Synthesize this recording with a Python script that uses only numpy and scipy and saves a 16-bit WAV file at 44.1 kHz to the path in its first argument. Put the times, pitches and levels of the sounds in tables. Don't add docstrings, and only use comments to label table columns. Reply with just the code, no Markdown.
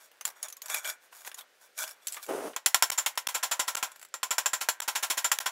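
import sys
import numpy as np
from scipy import signal
from scipy.fft import rfft, irfft, next_fast_len
from scipy.io import wavfile
from scipy.ndimage import uniform_filter1d

SR = 44100
rng = np.random.default_rng(int(sys.argv[2]) if len(sys.argv) > 2 else 0)


def wav_out(sig):
    wavfile.write(sys.argv[1], SR, np.round(np.clip(np.atleast_2d(sig).T, -1, 1) * 32767).astype(np.int16))


def field_ratio(decibels):
    return 10 ** (np.asarray(decibels, dtype=float) / 20)


N = 242991
TIME = np.arange(N) / SR
SIZE = next_fast_len(N)
FREQ = np.maximum(np.arange(SIZE // 2 + 1) * SR / SIZE, 1)
DECAY = np.log(1000)

# time in seconds, ring level in dB, brightness in dB,
# ping of the hammer head in dB, overload of the microphone in dB.
HAMMER_BLOWS = [(2.5628, -43.5, -6, 2, -6), (2.6605, -36.5, 5.5, 2, -3.5), (2.7444, -34.5, 2.5, 0, -3),
                (2.8238, -32, 2, 3.5, -1), (2.8998, -34.5, 5, 0, 4.5), (2.977, -33.5, 2.5, 8, 8),
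                (3.0613, -35.5, 2.4, -4.5, -0.5), (3.1749, -40, 1, -10, -1.5), (3.2695, -34, 4, -9, 4),
                (3.3431, -32.5, 1, 3.5, 10.5), (3.4283, -32.5, 1.5, 0, 6.5), (3.5125, -32, -0.5, 6, 4.5),
                (3.5941, -32, -0.4, 4.5, 5), (3.6739, -33, 1.5, 3.5, 13), (3.7497, -33, 1, 4, 6),
                (3.8266, -35, -0.5, -1, 2.5),
                (4.1402, -46, -3.5, 10.5, -1.5), (4.2307, -38.5, -1.5, 7, -1.5), (4.3073, -34.5, 0, 7.5, 4),
               (4.3814, -34.5, -0.5, 5.5, 0.0), (4.459, -36.5, -0.4, 10.5, -0.5),
               (4.5326, -35.5, -0.5, 10.5, 3), (4.6072, -35, 1, 0, 9), (4.6872, -37, 3, 5.5, -2),
               (4.802, -37.5, 1, 3, 3), (4.8782, -33.5, 0.6, -7, 4.5), (4.9522, -31.5, -0.2, -1.5, 8),
               (5.0264, -33, 1.5, -1.5, 7.5), (5.1, -33, 3, 0, 5.5), (5.172, -35, 3.5, 1, 8.5),
               (5.2439, -33, -1.7, 8.5, 2), (5.3163, -35, 2.2, 2.5, -1.5), (5.3866, -35, 0.5, -8, 1),
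               (5.459, -33, -3, -1.5, 4)]
BLOWS = HAMMER_BLOWS
# pitch in Hz, time to fall by 60 dB in seconds.
RING_TIMES = [(200, 0.08), (530, 0.23), (1390, 0.1), (3680, 0.13), (9700, 0.13)]


def level(x, db):
    return x * field_ratio(db) / np.sqrt(np.mean(x ** 2))


def on_log_hz(table, hz):
    points_hz, values = np.transpose(table)
    return np.interp(np.log(hz), np.log(points_hz), values)


def colour(x, gain):
    return irfft(rfft(x, SIZE) * gain, SIZE)[:N]


def band(x, lo_hz, hi_hz):
    return signal.sosfilt(signal.butter(2, [lo_hz, hi_hz], "bandpass", fs=SR, output="sos"), x)


def fade(x, t60):
    return signal.lfilter([1], [1, -np.exp(-DECAY / (t60 * SR))], x)


def ring(x, hz, t60):
    return signal.lfilter([1], [1, -np.exp((2j * np.pi * hz - DECAY / t60) / SR)], x).imag


def grains(rate, spread_db):
    chance = rng.random((2, N))
    size_db = np.minimum(-spread_db * np.log(1 - chance[1]), 12)
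    return (chance[0] < rate / SR) * field_ratio(size_db) * np.tanh(rng.standard_normal(N))


def quiet_shop():
    # frequency in Hz, strength in dB per Hz.
    shop_colour = [(18, -47), (30, -19), (181, -18.5), (291, -13), (547, -2), (1090, -16), (1450, -4),
                   (6050, -14.5), (14500, -28), (16500, -33)]
    return level(colour(rng.standard_normal(N), field_ratio(on_log_hz(shop_colour, FREQ))), -66)


def room_tail(near):
    t = np.arange(SR // 2) / SR
    walls = band(rng.standard_normal(len(t)), 900, 2420) * np.exp(-DECAY * t / .35) * (t > .006)
    walls = walls / np.sqrt(np.sum(walls ** 2))
    return field_ratio(-26) * signal.fftconvolve(near, walls)[:N]


def drag():
    # time in seconds, pressure in dB.
    press_points = [
        (2.265, -73),
        (2.291, -31),
        (2.409, -39),
        (2.465, -35),
        (2.487, -40),
        (2.543, -62),
        (2.562, -79),
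    ]
    # frequency in Hz, strength in dB per Hz.
    bench_colour = [(35, -80), (60, -39), (167, -21), (242, -14.5), (277, -8.5), (358, -8.5), (403, -2),
                    (521, -5), (672, -6.5), (3500, -32.5), (4550, -62), (7700, -120)]
    # frequency in Hz, strength in dB per Hz.
    head_colour = [(1180, -31), (2000, -7), (3840, -11), (4270, -11), (5980, -6), (7520, -9), (8970, -5),
                   (9980, -7), (11200, -4.5), (13200, -16), (15400, -11), (16100, -21), (16500, -42)]
    s, db = np.transpose(press_points)
    pressure = field_ratio(np.interp(TIME, s, db, left=-300, right=-300))
    bumps = colour(grains(2500, 1.6), field_ratio(on_log_hz(bench_colour, FREQ)))
    hiss = colour(grains(7400, 0.86), field_ratio(on_log_hz(head_colour, FREQ)) * (FREQ > 2500))
    return pressure * level(bumps, 0) + pressure ** 0.5 * level(hiss, -31)


def wander():
    steps = TIME[::int(.03 * SR)]
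    return field_ratio(3 * np.interp(TIME, steps, rng.standard_normal(len(steps))))


def scrape():
    # start in seconds,
    # length in seconds, level in dB, weight on the stake in dB, free ringing in dB.
    strokes = [(.0, 0.061, -55.5, -4, -1), (0.132, 0.062, -66.5, 3.5, -12), (0.27, 0.0078, -34, -6.5, -27),
               (0.363, 0.031, -59, 3, 3), (0.441, 0.0033, -41, -1, 7), (.485, 0.054, -80, -6, -3),
               (0.64, 0.031, -54, 2.5, 6), (0.699, 0.043, -38.5, -2.5, 5.5), (0.759, 0.029, -41, -5, 7),
               (0.853, 0.05, -36.5, -5.5, 5),
               (1.02, 0.045, -59.5, -2, -6), (1.131, 0.093, -50, -5.5, -4.5), (1.266, 0.0082, -39, -6.5, -4),
             (1.385, 0.0072, -42, -3.5, -24), (1.474, 0.15, -70, -1, -19), (1.615, 0.048, -58.5, -3, 0),
             (1.789, 0.045, -33, -9.5, 2.5), (1.877, 0.038, -47.5, -5.5, 2), (1.7, .04, -70, -18, -15),
             (1.967, 0.035, -70, 7, -15), (2.024, 0.048, -60.5, -1, 2.5), (2.093, 0.019, -45.5, -12, -2.5),
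             (2.16, 0.016, -43, -4.5, -3), (2.231, 0.004, -37, -19, -7), (3.868, 0.066, -65.5, -29, 8),
             (3.957, 0.059, -61.5, -8, -7)]
    # pitch in Hz, width in Hz, level in dB.
    iron_modes = [(630, 39, -3), (1520, 200, -3), (2330, 87, -3), (3430, 87, -2), (3690, 29, -5),
                  (5650, 150, -5), (6100, 39, -5), (6830, 130, -1), (7650, 170, -7), (8380, 100, -7),
                  (8750, 39, -9), (11200, 120, -3), (11500, 37, -5), (13100, 74, -9)]
    rise, fall, body_fall = 1011, 518, 308
    slips = level(grains(4000, 3.7), 0)
    catches = level(grains(2500, 3.4), 0)
    iron = np.zeros(N)
    for hz, width, db in iron_modes:
        resonance = 1 / (1 + ((FREQ - hz) / (0.69 * width)) ** 2)
        iron += field_ratio(db) * wander() * colour(catches, resonance)
    hiss_gain, body_gain, iron_gain = np.zeros((3, N))
    for s, length, db, weight_db, free_db in strokes:
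        i = slice(max(int((s - .15) * SR), 0), int((s + length + .2) * SR))
        early = np.maximum(s - TIME[i], 0)
        late = np.maximum(TIME[i] - s - length, 0)
        hiss_gain[i] += field_ratio(db - rise * early - fall * late)
        body_gain[i] += field_ratio(db + weight_db - rise * early - body_fall * late)
        iron_gain[i] += field_ratio(db + free_db - rise * early - fall * late)
    hiss = hiss_gain * level(band(slips, 3350, 15600), -5)
    body = body_gain * level(band(slips, 680, 1850), -5)
    return hiss + body + iron_gain * level(iron, -6)


def touch(peak_db, low_hz, body_db, t60, treble_db, spread):
    t = np.arange(SR // 4) / SR
    noise = rng.standard_normal((4, len(t)))
    high_hz = 11030 * (1 + 0.11 * np.tanh(rng.standard_normal()))
    bright = level(band(noise[0], 2500, 16000), treble_db - 6)
    low = level(band(noise[1], low_hz * (1 - spread), low_hz * (1 + spread)), -5.1)
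    high = level(band(noise[2], high_hz * (1 - spread), high_hz * (1 + spread)), treble_db - 9.5)
    body = level(band(noise[3], 690, 2760), body_db + 8.0)
    tick = field_ratio(4) * np.exp(-t / .002)
    envelope = np.exp(-DECAY * t / t60) + tick
    return field_ratio(peak_db - 12) * envelope * (bright + low + high + body)


def clinks():
    # time in seconds, peak in dB, ring
    # in Hz, duller body in dB.
    contacts = [(.1152, -46, 2880, -11), (.2106, -28, 6200, -13), (.2523, -14, 7300, -20.5),
                (.3028, -39.5, 5730, -11), (.4285, -17.5, 6750, -30), (.4841, -27.5, 6700, -35),
                (.5008, -32.5, 7000, -21), (.5254, -29, 6200, -32), (.568, -33.5, 6900, -38),
                (.6186, -24.5, 6700, -26.5), (.6586, -26.5, 7600, -22), (.6828, -30, 6100, -26),
                (.6995, -22.5, 7840, -13), (.744, -13, 2420, -19), (.7708, -27, 6600, -14),
                (.846, -26.5, 3080, -13), (.86, -32.5, 6860, -13), (.8752, -23, 3300, -25),
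                (.8987, -21, 4930, -20),
                (1.1267, -45, 2520, -2.5), (1.2486, -35.5, 6700, -8.5), (1.2744, -30, 6960, -11.5),
               (1.3157, -35, 3530, -9), (1.3441, -29, 6830, -21), (1.3762, -42, 3080, -16),
               (1.3885, -32, 3670, -15.5), (1.4097, -33, 3330, -16), (1.7778, -26.5, 6760, -20),
               (1.8387, -24.5, 3130, -13), (1.878, -28.5, 5070, -25), (1.8917, -34, 8000, -18),
               (1.9099, -32.5, 5500, -26), (2.0708, -16.5, 7600, -29), (2.082, -22, 6170, -44),
               (2.1228, -23, 7860, -43), (2.131, -29, 7160, -22), (2.1374, -30, 8050, -28),
               (2.144, -26.5, 7440, -18), (2.264, -33, 7300, -17)]
    # time in seconds, peak in dB.
    regrip = [
        (3.1547, -41),
        (3.917, -36),
        (3.96, -38),
        (3.995, -42),
        (4.0147, -35.5),
        (4.0275, -32.5),
        (4.0495, -36),
        (4.0864, -50),
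    ]
    # time in seconds, peak in dB, ring in Hz, body in dB.
    knocks = [
        (0.524, -45, 1140, -13),
        (0.565, -37, 1090, -22),
        (2.168, -23.5, 1188, -16),
        (2.534, -37.5, 490, -11),
    ]
    out = np.zeros(N + SR // 4)

    def add(s, sound):
        start = int(s * SR)
        out[start:start + len(sound)] += sound

    for s, peak_db, hz, body_db in contacts:
        add(s, touch(peak_db, hz, body_db, t60=.065, treble_db=0, spread=.04))
    for s, peak_db in regrip:
        add(s, touch(peak_db, 7520, -14.5, t60=.065, treble_db=0, spread=.04))
    for s, peak_db, hz, body_db in knocks:
        add(s, touch(peak_db, hz, body_db, t60=.13, treble_db=-25, spread=.025))
    return out[:N]


def blows(hz, extra_db=0):
    s, db, bright_db, ping_db, _ = np.transpose(BLOWS)
    ping = ping_db * np.exp(-(np.log2(hz / 7300) / 0.13) ** 2)
    bright = bright_db * np.clip(np.log2(hz / 1500) / 2.6, 0, 1)
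    train = np.zeros(N)
    train[(s * SR).astype(int)] = field_ratio(db + extra_db + ping + bright)
    return train


def struck_metal():
    # pitch in Hz, width in Hz, level in dB.
    metal_modes = [(404, 9.2, -22.5), (615, 10, -14.5), (862, 15, -13), (1005, 40, -17), (1045, 20, -8),
                   (1311, 10, -18.5), (1375, 46, -2.5), (1537, 10, -10.5), (1590, 90, -8.5),
                   (1908, 38, -9.5), (2169, 27, -18), (2346, 17, -19), (3300, 120, -10.5), (3715, 27, -12),
                   (4280, 110, -15), (5465, 55, -7), (5566, 25, -8), (5720, 26, -10), (6990, 14, -14.5),
                   (7130, 32, -9), (7260, 26, -10), (7340, 75, -5), (7260, 30, -20.5), (7840, 27, -15),
                   (8930, 40, -18.5), (10290, 190, -11.5), (11200, 60, -15.5), (13100, 50, -41)]
    metal = metal_modes
    chatter = rng.standard_normal(N)
    spot_db = 2.0 * rng.standard_normal((len(metal), len(BLOWS)))
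    out = np.zeros(N)
    for (hz, width, mode_db), spot in zip(metal, spot_db):
        train = blows(hz, spot)
        crack = field_ratio(7.0) * fade(train, 0.003)
        echo_push = fade(train, .75 * on_log_hz(RING_TIMES, hz))
        t60 = DECAY / (np.pi * max(width, 36))
        out += field_ratio(mode_db) * width / 50 * ring((crack + echo_push) * chatter, hz, t60)
    return out


def clang():
    # frequency in Hz, strength in dB per Hz.
    clang_colour = [(35, -72), (60, -110), (521, -13.5), (1060, 2.5), (1190, -8.5), (1370, -1.5),
                    (3260, -4.5), (4750, -9), (7250, -4), (8540, -11), (10600, -9.5), (15000, -11),
                    (16500, -18)]
    out = np.zeros(N)
    for hz in 70 * 2 ** np.arange(0, 8.1, .5):
        share = np.clip(1 - np.abs(2 * np.log2(FREQ / hz)), 0, 1) ** .5
        noise = colour(rng.standard_normal(N), share * field_ratio(on_log_hz(clang_colour, FREQ)))
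        train = blows(hz)
        envelope = fade(train, on_log_hz(RING_TIMES, hz)) + field_ratio(-0.5) * fade(train, 0.052)
        out += noise * uniform_filter1d(envelope, size=24, origin=11)
    return out


def hammer():
    return band(field_ratio(-15.5) * struck_metal() + field_ratio(16.5) * clang(), 504, 16800)


def scene():
    near = drag() + scrape() + clinks() + hammer()
    return (near + room_tail(near) + quiet_shop())[None]


def input_gate():
    dropouts = [2.904, 3.274, 3.7548, 4.8056, 5.3896]
    mutes = [(s + .0008, .3 * db) for s, *_, db in BLOWS if db > 1.2]
    gate = np.ones(N)
    for s, ms in mutes + [(s, 14) for s in dropouts]:
        since_ms = (TIME - s) * 1000
        opening = (since_ms - .84 * ms) / (.25 * ms)
        floor = field_ratio(-75) + np.exp(-np.abs(since_ms) / .3)
        gate *= np.where(since_ms > 0, np.clip(opening, floor, 1), 1)
    return gate


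def top_cut(x):
    return signal.sosfilt(signal.butter(12, 17020, fs=SR, output="sos"), x)


def record(dry):
    duck_db, attack = np.zeros(N), np.zeros(N)
    for s, *_, overload_db in BLOWS:
        i = slice(int(s * SR), int((s + .06) * SR))
        after = TIME[:i.stop - i.start] + TIME[i.start] - s
        after = after[:len(duck_db[i])]
        duck_db[i] = -1.8 * overload_db * np.exp(-after / 0.0052)
        attack[i] = np.exp(-after / 0.0084)
    gate = input_gate()
    heard = dry * field_ratio(duck_db) * uniform_filter1d(gate, size=11)
    heard = signal.sosfilt(signal.butter(2, 160, "highpass", fs=SR, output="sos"), heard)
    preamp_rumble = level(band(rng.standard_normal(N), 20, 230), -101)
    heard = heard + gate * preamp_rumble
    main = signal.sosfilt(signal.ellip(10, .2, 40, 15750, fs=SR, output="sos"), heard)
    top = signal.sosfilt(signal.cheby1(4, 1, [15850, 16600], "bandpass", fs=SR, output="sos"), heard)
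    return top_cut(main + field_ratio(-6) * attack * top)


dry = scene()
out = record(dry)
wav_out(out)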